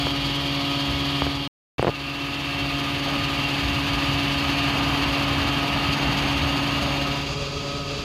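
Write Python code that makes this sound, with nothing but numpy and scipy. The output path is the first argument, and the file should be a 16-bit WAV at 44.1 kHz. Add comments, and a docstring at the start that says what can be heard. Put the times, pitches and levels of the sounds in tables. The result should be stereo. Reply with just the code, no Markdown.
"""Fuel dispenser on an open forecourt

A vane pump hums and fuel rushes through the pulsing meter in a sheet-metal cabinet. Distant traffic
swells, there are a few soft bumps, and wind puffs pop on the right microphone port, ducking the gain.
The sound drops out briefly, resumes from a second spot, then fades over to the nozzle running in
the car's filler neck."""
import sys
import numpy as np
from scipy import signal
from scipy.fft import rfft, irfft, next_fast_len
from scipy.io import wavfile
from scipy.ndimage import uniform_filter1d, minimum_filter1d, map_coordinates

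SR = 44100
rng = np.random.default_rng(int(sys.argv[2]) if len(sys.argv) > 2 else 0)


def store_pcm(level_fs):
    """Save levels as 16-bit WAV."""
    pcm = np.round(np.clip(level_fs, -1, 1) * 32767).astype(np.int16)
    wavfile.write(sys.argv[1], SR, np.atleast_2d(pcm).T)


N = 354563
TIME_S = np.arange(N) / SR
PUMP_HZ, VANES = 140.45, 9  # vane rate, vanes per shaft turn
DROPOUT_S, RESUME_S = 1.477, 1.782
AT_FIRST_SPOT = TIME_S < DROPOUT_S


def amp(db):
    """Decibels to gain."""
    return 10 ** (np.asarray(db) / 20)


def unit(x):
    """x at rms 1."""
    return x / np.sqrt(np.mean(x ** 2) + 1e-20)


def over_frequency(rows, hz):
    """Each column after the frequency, interpolated on a log axis."""
    knots_hz, *columns = np.transpose(rows)
    return np.array([np.interp(np.log(hz + 1), np.log(knots_hz), c) for c in columns])


def over_time(rows):
    """Each column after the time, interpolated per sample."""
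    knots_s, *columns = np.transpose(rows)
    return [np.interp(TIME_S, knots_s, c) for c in columns]


def bell(peak_s, half_width_s):
    """Gaussian of height 1, down to 1/e at the half width."""
    return np.exp(-((TIME_S - peak_s) / half_width_s) ** 2)


def wobble(rate_hz):
    """Smooth random curve with rate_hz knots a second."""
    knots = rng.standard_normal(int(N * rate_hz / SR) + 4)
    return map_coordinates(knots, [np.arange(N) * rate_hz / SR])


def band(width_hz):
    """Complex envelope of narrow-band noise, mean power near 1."""
    return (wobble(width_hz) + 1j * wobble(width_hz)) / np.sqrt(2)


def phase(hz):
    """Phase of a steady rotation."""
    return 2 * np.pi * hz * TIME_S


def rightward(db):
    """Stereo gains, db louder on the right."""
    return amp([[-db / 2], [db / 2]])


def filtered(x, response):
    """x through a frequency response."""
    size = next_fast_len(N + 8192, True)
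    return irfft(rfft(x, size) * response(np.fft.rfftfreq(size, 1 / SR)), size)[..., :N]


def ringing(x, modes, ring_db):
    """x with resonances standing out, all raised by ring_db; rms 1."""
    def response(hz):
        power = sum(amp(db) ** 2 / (1 + (2 * (hz - centre) / width) ** 2) for centre, width, db in modes)
        return np.hypot(1, amp(ring_db) * np.sqrt(power))
    return unit(filtered(x, response))


def enclosed(x, ripple_db, spacing_hz):
    """Standing waves ripple level and phase above the bass, differently in each channel; rms 1."""
    level_knots, phase_knots = rng.standard_normal((2, 2, 4096))

    def ripple(knots, hz):
        depth = over_frequency([(600, 0), (2000, 1), (6500, 1), (9000, 0.7)], hz)
        return depth * np.array([map_coordinates(k, [hz / spacing_hz], mode="wrap") for k in knots])

    def response(hz):
        return amp(ripple_db * ripple(level_knots, hz)) * np.exp(2j * ripple(phase_knots, hz / 10))
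    return unit(filtered(x, response))


# Left-right likeness: freq_hz, correlation
COHERENCE = [(60, 0.94), (290, 0.97), (640, 0.82), (1400, 0.094), (3000, 0.1)]


def noise(spectrum):
    """Shaped stereo noise, alike in both channels in the bass only; rms 1."""
    def mid_side(hz):
        angle = np.arccos(np.clip(over_frequency(COHERENCE, hz)[0], -1, 1)) / 2
        return np.array([np.cos(angle), np.sin(angle)])
    mid, side = filtered(rng.standard_normal((2, N)), mid_side)
    stereo = np.array([mid + side, mid - side])
    return unit(filtered(stereo, lambda hz: amp(over_frequency(spectrum, hz))))


# Engine and tyre spectra: freq_hz, relative_db
RUMBLE_SPECTRUM = [(24, -52.5), (32, -30), (45, -11), (58, 4.5), (74, 3.5), (95, -2), (125, 0), (200, -9.5),
                   (320, -23.5), (600, -77.5)]
TYRE_SPECTRUM = [(100, -19), (220, 4), (350, -4), (490, -7.5), (720, 1), (1050, 0.5), (1500, -5),
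                 (2400, -6.5), (5000, -64.5)]
# Passing vehicles: nearest_s, half_power_s, rumble_db, tyres_db
PASSES = [(3.8, 0.3, -36.5, -47), (4.95, 0.27, -36, -30.5), (6.0, 1.1, -33, -30)]
# Brief swells: peak_s, rumble_rise_db, tyres_rise_db
SWELLS = [(.7, 4, -0.5), (1.27, -1, 2), (3.95, 4.5, -2.5), (5.88, 5.5, -1), (7.57, 5, -10)]


def street(nozzle_share):
    """Three vehicles pass over steady far traffic; at the nozzle the car's body gives shelter."""
    far_rumble_db, far_tyres_db = -36, -39.5

    def shelter(db):
        return np.sqrt(1 - nozzle_share + nozzle_share * amp(db) ** 2)
    near_power = sum(np.outer(amp(levels_db) ** 2, 1 / (1 + ((TIME_S - nearest_s) / half_power_s) ** 2))
                     for nearest_s, half_power_s, *levels_db in PASSES)
    near_rumble, near_tyres = np.sqrt(near_power)
    rumble_rise_db, tyres_rise_db = sum(np.outer(rises_db, bell(peak_s, half_width_s=0.039))
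                                        for peak_s, *rises_db in SWELLS)
    rumble = np.hypot(amp(far_rumble_db), near_rumble) * amp(rumble_rise_db + 1.7 * wobble(11))
    tyres = np.hypot(amp(far_tyres_db), near_tyres) * amp(tyres_rise_db + wobble(14))
    return (noise(RUMBLE_SPECTRUM) * rumble * shelter(db=-5) * rightward(db=2.5)
            + noise(TYRE_SPECTRUM) * tyres * shelter(db=-26) * rightward(db=5.5))


# Soft bumps: start_s, thud_db, scuff_db
BUMPS = [(3.055, -40, -31), (3.072, -21, -30), (3.112, -24, -32), (3.195, -23, -42)]
# Scuff spectrum: freq_hz, relative_db
SCUFF_SPECTRUM = [(100, -8), (250, 0), (450, -6), (750, 1), (1200, -6), (2200, -20), (5000, -56)]


def bumps():
    """Each bump is a low, quickly damped thud under a short scuff."""
    thud_hz, rise_s, thud_decay_s, scuff_decay_s = 175, 0.003, 0.011, 0.04
    out = np.zeros((2, N))
    scuff_noise = noise(SCUFF_SPECTRUM)
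    for start_s, thud_db, scuff_db in BUMPS:
        age_s = np.maximum(TIME_S - start_s, 0)
        attack = 1 - np.exp(-age_s / rise_s)
        thud = np.sin(2 * np.pi * thud_hz * age_s) * np.exp(-age_s / thud_decay_s)
        scuff = scuff_noise * np.exp(-age_s / scuff_decay_s)
        out += attack * (amp(thud_db) * thud + amp(scuff_db) * scuff)
    return out * rightward(db=5)


def port(x, top_hz, low_hz):
    """The narrow microphone port dulls a pressure blast and leaks its steady part."""
    return filtered(x, lambda hz: 1j * hz / (low_hz + 1j * hz) / np.sqrt(1 + (hz / top_hz) ** 4))


# Wind puffs ahead of the port: peak_s, push_db, suction_db, pitch_hz, thump_db
PUFFS = [(0.0693, 0.5, -21, 480, -36.5), (1.2203, -9, -2.5, 870, -25), (1.2213, -5.5, -12, 220, -28),
         (1.2677, -2, -28, 350, -22), (1.776, 6, 1, 423, -11.5), (1.7954, 5.5, 5.5, 440, -1),
         (1.798, -21, -3, 520, -31), (1.8276, 10, 4.5, 433, -13.5), (1.8332, -10.5, 1, 381, -31),
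         (1.8468, 8, 7, 420, -21), (1.8531, -16, 0.5, 423, -31), (1.8696, 8.5, 3, 427, 0.5),
         (1.8755, 3.5, 3.5, 410, -11.5), (1.8784, -4.5, 1, 800, -22), (1.8802, 3.5, -21, 400, -21),
         (1.8812, 9, 5, 390, -16), (1.8898, -6, 5, 430, -2), (1.8968, -11.5, 3.5, 420, -28),
         (3.167, -10.5, -10, 700, -21)]


def wind_pops():
    """An eddy pushes on the right port, snaps over to a gulp of suction and leaves a low thump."""
    push_rise_s, push_decay_s, suction_rise_cycles = 0.00028, 0.00006, 0.2
    thump_hz, thump_decay_s = 125, 0.008
    out = np.zeros((2, N))
    local_s = np.arange(-SR // 100, SR // 20) / SR
    age_s = np.maximum(local_s, 0)
    push = np.exp(np.minimum(local_s, 0) / push_rise_s - age_s / push_decay_s)
    thump = np.sin(2 * np.pi * thump_hz * age_s) * np.exp(-age_s / thump_decay_s)
    for peak_s, push_db, suction_db, pitch_hz, thump_db in PUFFS:
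        rise = age_s * pitch_hz / suction_rise_cycles
        suction = np.sin(2 * np.pi * pitch_hz * age_s) * rise * np.exp(1 - rise)
        pop = amp(push_db) * push - amp(suction_db) * suction - amp(thump_db) * thump
        start = round((peak_s + local_s[0]) * SR)
        out[1, start:start + len(pop)] += pop
    return port(out, top_hz=3000, low_hz=45)


def tick(start_s=1.8272, pitch_hz=8640, rise_s=0.00035):
    """One tiny bright tick on the right, amid the puffs."""
    rise = np.maximum(TIME_S - start_s, 0) / rise_s
    return amp(-24.5) * rise * np.exp(1 - rise) * np.sin(phase(pitch_hz)) * rightward(db=10)


# Cabinet panels: pitch_hz, first_spot_db, second_spot_early_db, second_spot_late_db
PANELS = [(1114, -49, -52, -52), (1215, -52, -39.5, -42.5), (1256, -43, -43.5, -38.5),
          (1638, -55, -50, -50), (1799, -53, -52, -52), (2347, -50, -56, -56), (2418, -50, -51, -52),
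          (2578, -54, -47, -49), (2751, -51, -42, -42.5), (2800, -51, -48, -45.5), (2832, -46, -48, -48),
          (2961, -53, -48, -49), (3005, -44, -48, -49), (3171, -42.5, -47, -46), (3375, -46, -55, -54),
          (3468, -46.5, -53, -51), (3666, -50, -54, -53), (4358, -49, -53, -53), (4404, -50, -56, -56),
          (4505, -55, -55, -56), (4630, -49, -53, -54), (4716, -52, -55, -55), (4780, -58, -54, -54)]
# Single-panel flares: peak_s, panel_hz, rise_db
FLARES = [(3.4, 3171, 3), (4.25, 2961, 9), (4.3, 3005, 7), (4.45, 4358, 8), (4.9, 3171, 4), (5.5, 3171, 5)]


def panel_whine(shift_span_s=(5.0, 5.7)):
    """Turbulence keeps the panels ringing, flickering; their balance shifts and some flare up."""
    out = np.zeros((2, N))
    for pitch_hz, first_db, early_db, late_db in PANELS:
        level_db = np.where(AT_FIRST_SPOT, first_db, np.interp(TIME_S, shift_span_s, [early_db, late_db]))
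        flare_db = sum(rise_db * bell(peak_s, half_width_s=0.29)
                       for peak_s, panel_hz, rise_db in FLARES if panel_hz == pitch_hz)
        flicker = 1 + 0.55 * wobble(13) + 0.55j * wobble(13)
        tone = np.exp(1j * (phase(pitch_hz) + wobble(5)))
        channel_phasors = np.exp(1j * rng.normal(0, 0.6, (2, 1)))
        pan = rightward(db=np.interp(pitch_hz, [3100, 4200], [6, -6]))
        out += amp(level_db + flare_db) * pan * (channel_phasors * flicker * tone).real
    return out


# Vane-rate harmonics: order, dispenser_db, nozzle_db
PUMP_HARMONICS = [(1, -35, -37.5), (2, -32, -43), (4, -45, -53), (5, -44, -51), (6, -48, -70),
                  (7, -48, -55), (9, -56.5, -45)]


def pump_hum(nozzle_share):
    """Vane tones, the lowest swaying once per shaft turn, plus the panels' thin whine."""
    vane_phase = phase(PUMP_HZ) + 0.065 * wobble(3.7)
    dispenser_gain = amp(1.06) * (1 - nozzle_share)
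    tones = np.zeros(N)
    for order, dispenser_db, nozzle_db in PUMP_HARMONICS:
        # Reflections scatter phase and level, more so in the higher tones.
        scatter_rad = rng.normal(0, 0.31 * order) + 0.06 * order * wobble(9)
        waver_db = 0.36 * order * wobble(5)
        gain = dispenser_gain * amp(dispenser_db) + nozzle_share * amp(nozzle_db)
        tones += gain * amp(waver_db) * np.cos(order * vane_phase + scatter_rad)
    sway = amp(-37) * np.cos(vane_phase / VANES) * np.cos(vane_phase)
    whine = dispenser_gain * amp(0.74) * panel_whine()
    return np.sqrt(2) * tones * rightward(db=5) + sway * rightward(db=1.5) + whine


# Spray spectrum: freq_hz, left_relative_db, right_relative_db
SPRAY_SPECTRUM = [(120, 7.5, 9.5), (330, 0.5, 1.5), (800, -12.5, 0.5), (1170, -0.5, -3), (1600, -13, -3),
                  (2080, -5, -11.5), (2420, 2, -11), (4090, 1.5, -20), (4870, 2, 1), (5600, -8.5, -10.5),
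                  (6560, -5, -25), (8160, -18, -26), (11950, -33, -26), (15000, -48, -40.5)]
# Filler neck resonances: centre_hz, width_hz, relative_db
NECK_MODES = [(1035, 25, -4), (1170, 40, 1), (1262, 32, 6), (1539, 50, -9), (2185, 40, -3), (2444, 60, -1),
              (2530, 40, -4), (2648, 55, 0), (2770, 40, -3), (3219, 65, -1), (3340, 50, -4), (3470, 40, -4),
              (3983, 55, -5), (4446, 50, -2), (4651, 50, -1), (4850, 70, -6), (5717, 50, -3),
              (6061, 45, -2), (6610, 60, -4), (6912, 60, -4)]
# Filler neck drone: time_s, lower_tone_db, upper_tone_db
DRONE_LEVELS = [(6.3, -58, -48), (6.7, -46, -29), (7.0, -42, -35), (7.3, -39.5, -42.5), (7.72, -40.5, -39),
                (8.0, -39.5, -43)]


def nozzle(drone_hz=(420, 562), froth_hz=70):
    """The jet sprays into the filler neck, whose air column drones hoarsely, wavering with the froth."""
    spray = enclosed(noise(SPRAY_SPECTRUM), ripple_db=1.8, spacing_hz=30)
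    spray = ringing(spray, NECK_MODES, ring_db=7)
    bend_s = np.cumsum(0.011 * wobble(14)) / SR  # both tones bend together
    drone = np.zeros(N)
    for pitch_hz, level_db in zip(drone_hz, over_time(DRONE_LEVELS)):
        froth = unit(np.abs(1 + band(froth_hz))) * np.exp(0.7j * wobble(froth_hz))
        drone += amp(level_db) * (froth * np.exp(2j * np.pi * pitch_hz * (TIME_S + bend_s))).real
    return spray * amp(-29.5 + 1.44 * wobble(25)) + np.sqrt(2) * drone * rightward(db=7)


# Valve whistle: time_s, centre_hz, level_db
VALVE_TRACK = [(1.8, 2727, -35), (2.5, 2720, -32), (2.9, 2780, -36.5), (4.3, 2813, -38.5), (5.0, 2780, -34),
               (6.3, 2804, -36.5), (7.2, 2798, -33)]


def valve(width_hz=120):
    """Fuel whistles hoarsely through a valve: narrow-band noise with a drifting centre."""
    centre_hz, level_db = over_time(VALVE_TRACK)
    hoarseness = np.array([band(width_hz) for channel in range(2)])
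    carrier = np.exp(2j * np.pi * np.cumsum(centre_hz) / SR)
    return amp(level_db) * unit((hoarseness * carrier).real) * rightward(db=7.5)


# Pipe flow spectrum at each spot: freq_hz, left_relative_db, right_relative_db
FIRST_RUSH_SPECTRUM = [(150, -16, -19), (350, 1.5, -3.5), (500, -29.5, -4.5), (914, -19, -10.5),
                       (1230, -8.5, -1.5), (1400, -16, -8.5), (2212, -13.5, -4.5), (2750, -7.5, -2.5),
                       (3300, -15, 1.5), (3670, -10.5, -5.5), (4150, -15.5, -12), (5540, -25.5, -17),
                       (6000, -39, -46.5), (8000, -74.5, -76.5)]
SECOND_RUSH_SPECTRUM = [(150, -28, -14.5), (310, 2, 1), (506, -20, -7), (960, -21, -5.5), (1284, -12, 4),
                        (1297, -18, -4.5), (2290, -12.5, -2), (2570, -16, 2), (3380, -15, -1.5),
                        (3660, -3.5, -11.5), (4060, -18, -18), (5370, -49, -22), (6000, -36, -39),
                        (8000, -74, -73.5)]
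# Cabinet resonances at each spot: centre_hz, width_hz, relative_db
FIRST_CABINET_MODES = [(2207, 16, -3), (2274, 16, -5), (2465, 16, -1), (2594, 16, -5), (2715, 30, -5),
                       (2800, 60, -3), (2900, 30, -6), (3100, 30, -6), (3205, 25, -2), (3250, 22, -2),
                       (3313, 18, 0), (3784, 22, -4), (3919, 16, -6), (3997, 16, -3), (4180, 16, -3),
                       (4228, 18, 0)]
SECOND_CABINET_MODES = [(1680, 25, -7), (2245, 25, -4), (2290, 30, -4), (2470, 20, -6), (2560, 30, -6),
                        (2660, 45, -5), (2965, 30, -4), (3185, 45, -2), (3465, 25, -6), (3678, 30, -3)]


def pipe_rush():
    """Turbulent fuel in the pipes, heard through the cabinet; the valve joins at the second spot."""
    first_flow = enclosed(noise(FIRST_RUSH_SPECTRUM), ripple_db=2.6, spacing_hz=12)
    second_flow = enclosed(noise(SECOND_RUSH_SPECTRUM), ripple_db=2.0, spacing_hz=12)
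    first = amp(-27.5) * ringing(first_flow, FIRST_CABINET_MODES, ring_db=7)
    second = amp(-25.5) * ringing(second_flow, SECOND_CABINET_MODES, ring_db=7)
    return np.where(AT_FIRST_SPOT, first, second + valve())


def whistle(start_s=5.92, pitches_hz=(6485, 6610), levels_db=(-54, -57.5)):
    """A thin double whistle sets in on the left and stays."""
    tones = sum(amp(db) * (band(width_hz=55) * np.exp(1j * phase(hz))).real
                for hz, db in zip(pitches_hz, levels_db))
    return tones * (TIME_S > start_s) * rightward(db=-16)


# Meter hiss spectrum: freq_hz, left_relative_db, right_relative_db
HISS_SPECTRUM = [(2000, -24, -43), (3400, -10.5, -5), (4100, 0.5, -11.5), (4610, -1.5, -16),
                 (5020, -8.5, -20.5), (6000, -12.5, -43.5), (6650, -12, -46.5), (7640, -20, -35),
                 (8500, -22, -27), (9600, -19.5, -34), (11030, -23, -55.5), (13000, -20, -69.5),
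                 (14600, -25, -78), (15600, -42.5, -69)]
# Meter resonances: centre_hz, width_hz, relative_db
METER_MODES = [(4300, 25, -5), (4357, 20, -1), (4403, 20, -3), (4473, 18, 2), (4505, 25, 0), (4570, 20, -2),
               (4655, 40, 1), (4712, 20, -1), (4778, 22, 2), (4890, 25, -1), (6480, 70, -4), (6610, 60, -4)]


def meter_hiss():
    """Fuel squeezes through the meter: a resonant hiss with the whistle on top."""
    flow = enclosed(noise(HISS_SPECTRUM), ripple_db=2.9, spacing_hz=14)
    level_db = np.where(AT_FIRST_SPOT, -34.5, -32.5)
    return amp(level_db) * ringing(flow, METER_MODES, ring_db=2.5) + whistle()


def meter_strokes(piston_hz=20.1):
    """Relative level swing: piston strokes beat against the pump shaft; each vane adds a pulse."""
    piston, shaft, vane = phase(piston_hz), phase(PUMP_HZ / VANES), phase(PUMP_HZ)
    beat = piston - shaft
    surge = 1.7 * np.sin(piston) + 0.32 * np.sin(2 * piston) - np.cos(shaft)
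    beating = 0.83 * np.cos(shaft - beat) + 0.2 * np.sin(beat)
    vane_pulses = 0.94 * np.cos(vane) + 0.5 * np.cos(2 * vane)
    return surge + beating + vane_pulses + 0.5 * wobble(60)


# Flow loudness drift, taken about its mean: time_s, rush_db, hiss_db
FLOW_DRIFT = [(3.0, -30, -37), (4.86, -30.5, -36.5), (6.09, -31, -38), (6.18, -30.5, -37),
              (6.6, -31.5, -37.5)]
# Spits in the hiss: peak_s, rise_db
SPITS = [(0.062, 3), (0.26, 3), (5.935, 3), (6.19, 2.5), (6.83, 2)]


def dispenser():
    """The meter's strokes pump the hiss strongly, the deeper rush a little; at times the hiss spits."""
    swing = meter_strokes()
    rush_drift_db, hiss_drift_db = (db - db.mean() for db in over_time(FLOW_DRIFT))
    spit_db = sum(rise_db * bell(peak_s, half_width_s=0.017) for peak_s, rise_db in SPITS)
    rush = amp(rush_drift_db + 0.31 * swing) * pipe_rush()
    hiss = amp(hiss_drift_db + spit_db + 0.81 * swing) * meter_hiss()
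    return rush + hiss


# Crossfade to the nozzle: time_s, nozzle_share
CROSSFADE = [(6.6, 0), (7.0, 0.27), (7.35, 0.94)]


def scene():
    """The dispenser gives way to the nozzle; hum and street carry through."""
    nozzle_share = over_time(CROSSFADE)[0]
    fuel = np.sqrt(1 - nozzle_share) * dispenser() + np.sqrt(nozzle_share) * nozzle()
    return fuel + pump_hum(nozzle_share) + street(nozzle_share) + bumps() + wind_pops() + tick()


def gain_control(x, ceiling=0.84, recovery_s=0.71, window_samples=129):
    """A peak over the ceiling ducks both channels; the gain creeps back."""
    peak = np.abs(x).max(axis=0) + 1e-9
    needed_gain = minimum_filter1d(np.minimum(1, ceiling / peak), size=window_samples)
    recovery = np.exp(-TIME_S / recovery_s)
    log_gain = np.minimum.accumulate(np.log(needed_gain) / recovery) * recovery
    return x * np.exp(uniform_filter1d(log_gain, size=window_samples))


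def record(dry):
    """Low cut, gain control, a fade into the brief dropout, and a band limit."""
    low_cut_hz, top_hz = 31, 15600
    fade_start_s, fade_db_per_s = 1.23, 18.5
    low_cut = signal.butter(3, low_cut_hz, "highpass", fs=SR, output="sos")
    levelled = gain_control(signal.sosfilt(low_cut, dry))
    fade = amp(-fade_db_per_s * np.maximum(TIME_S - fade_start_s, 0))
    fader = np.where(AT_FIRST_SPOT, fade, TIME_S > RESUME_S)
    return filtered(levelled * fader, lambda hz: hz < top_hz)


dry = scene()
out = record(dry)
store_pcm(out)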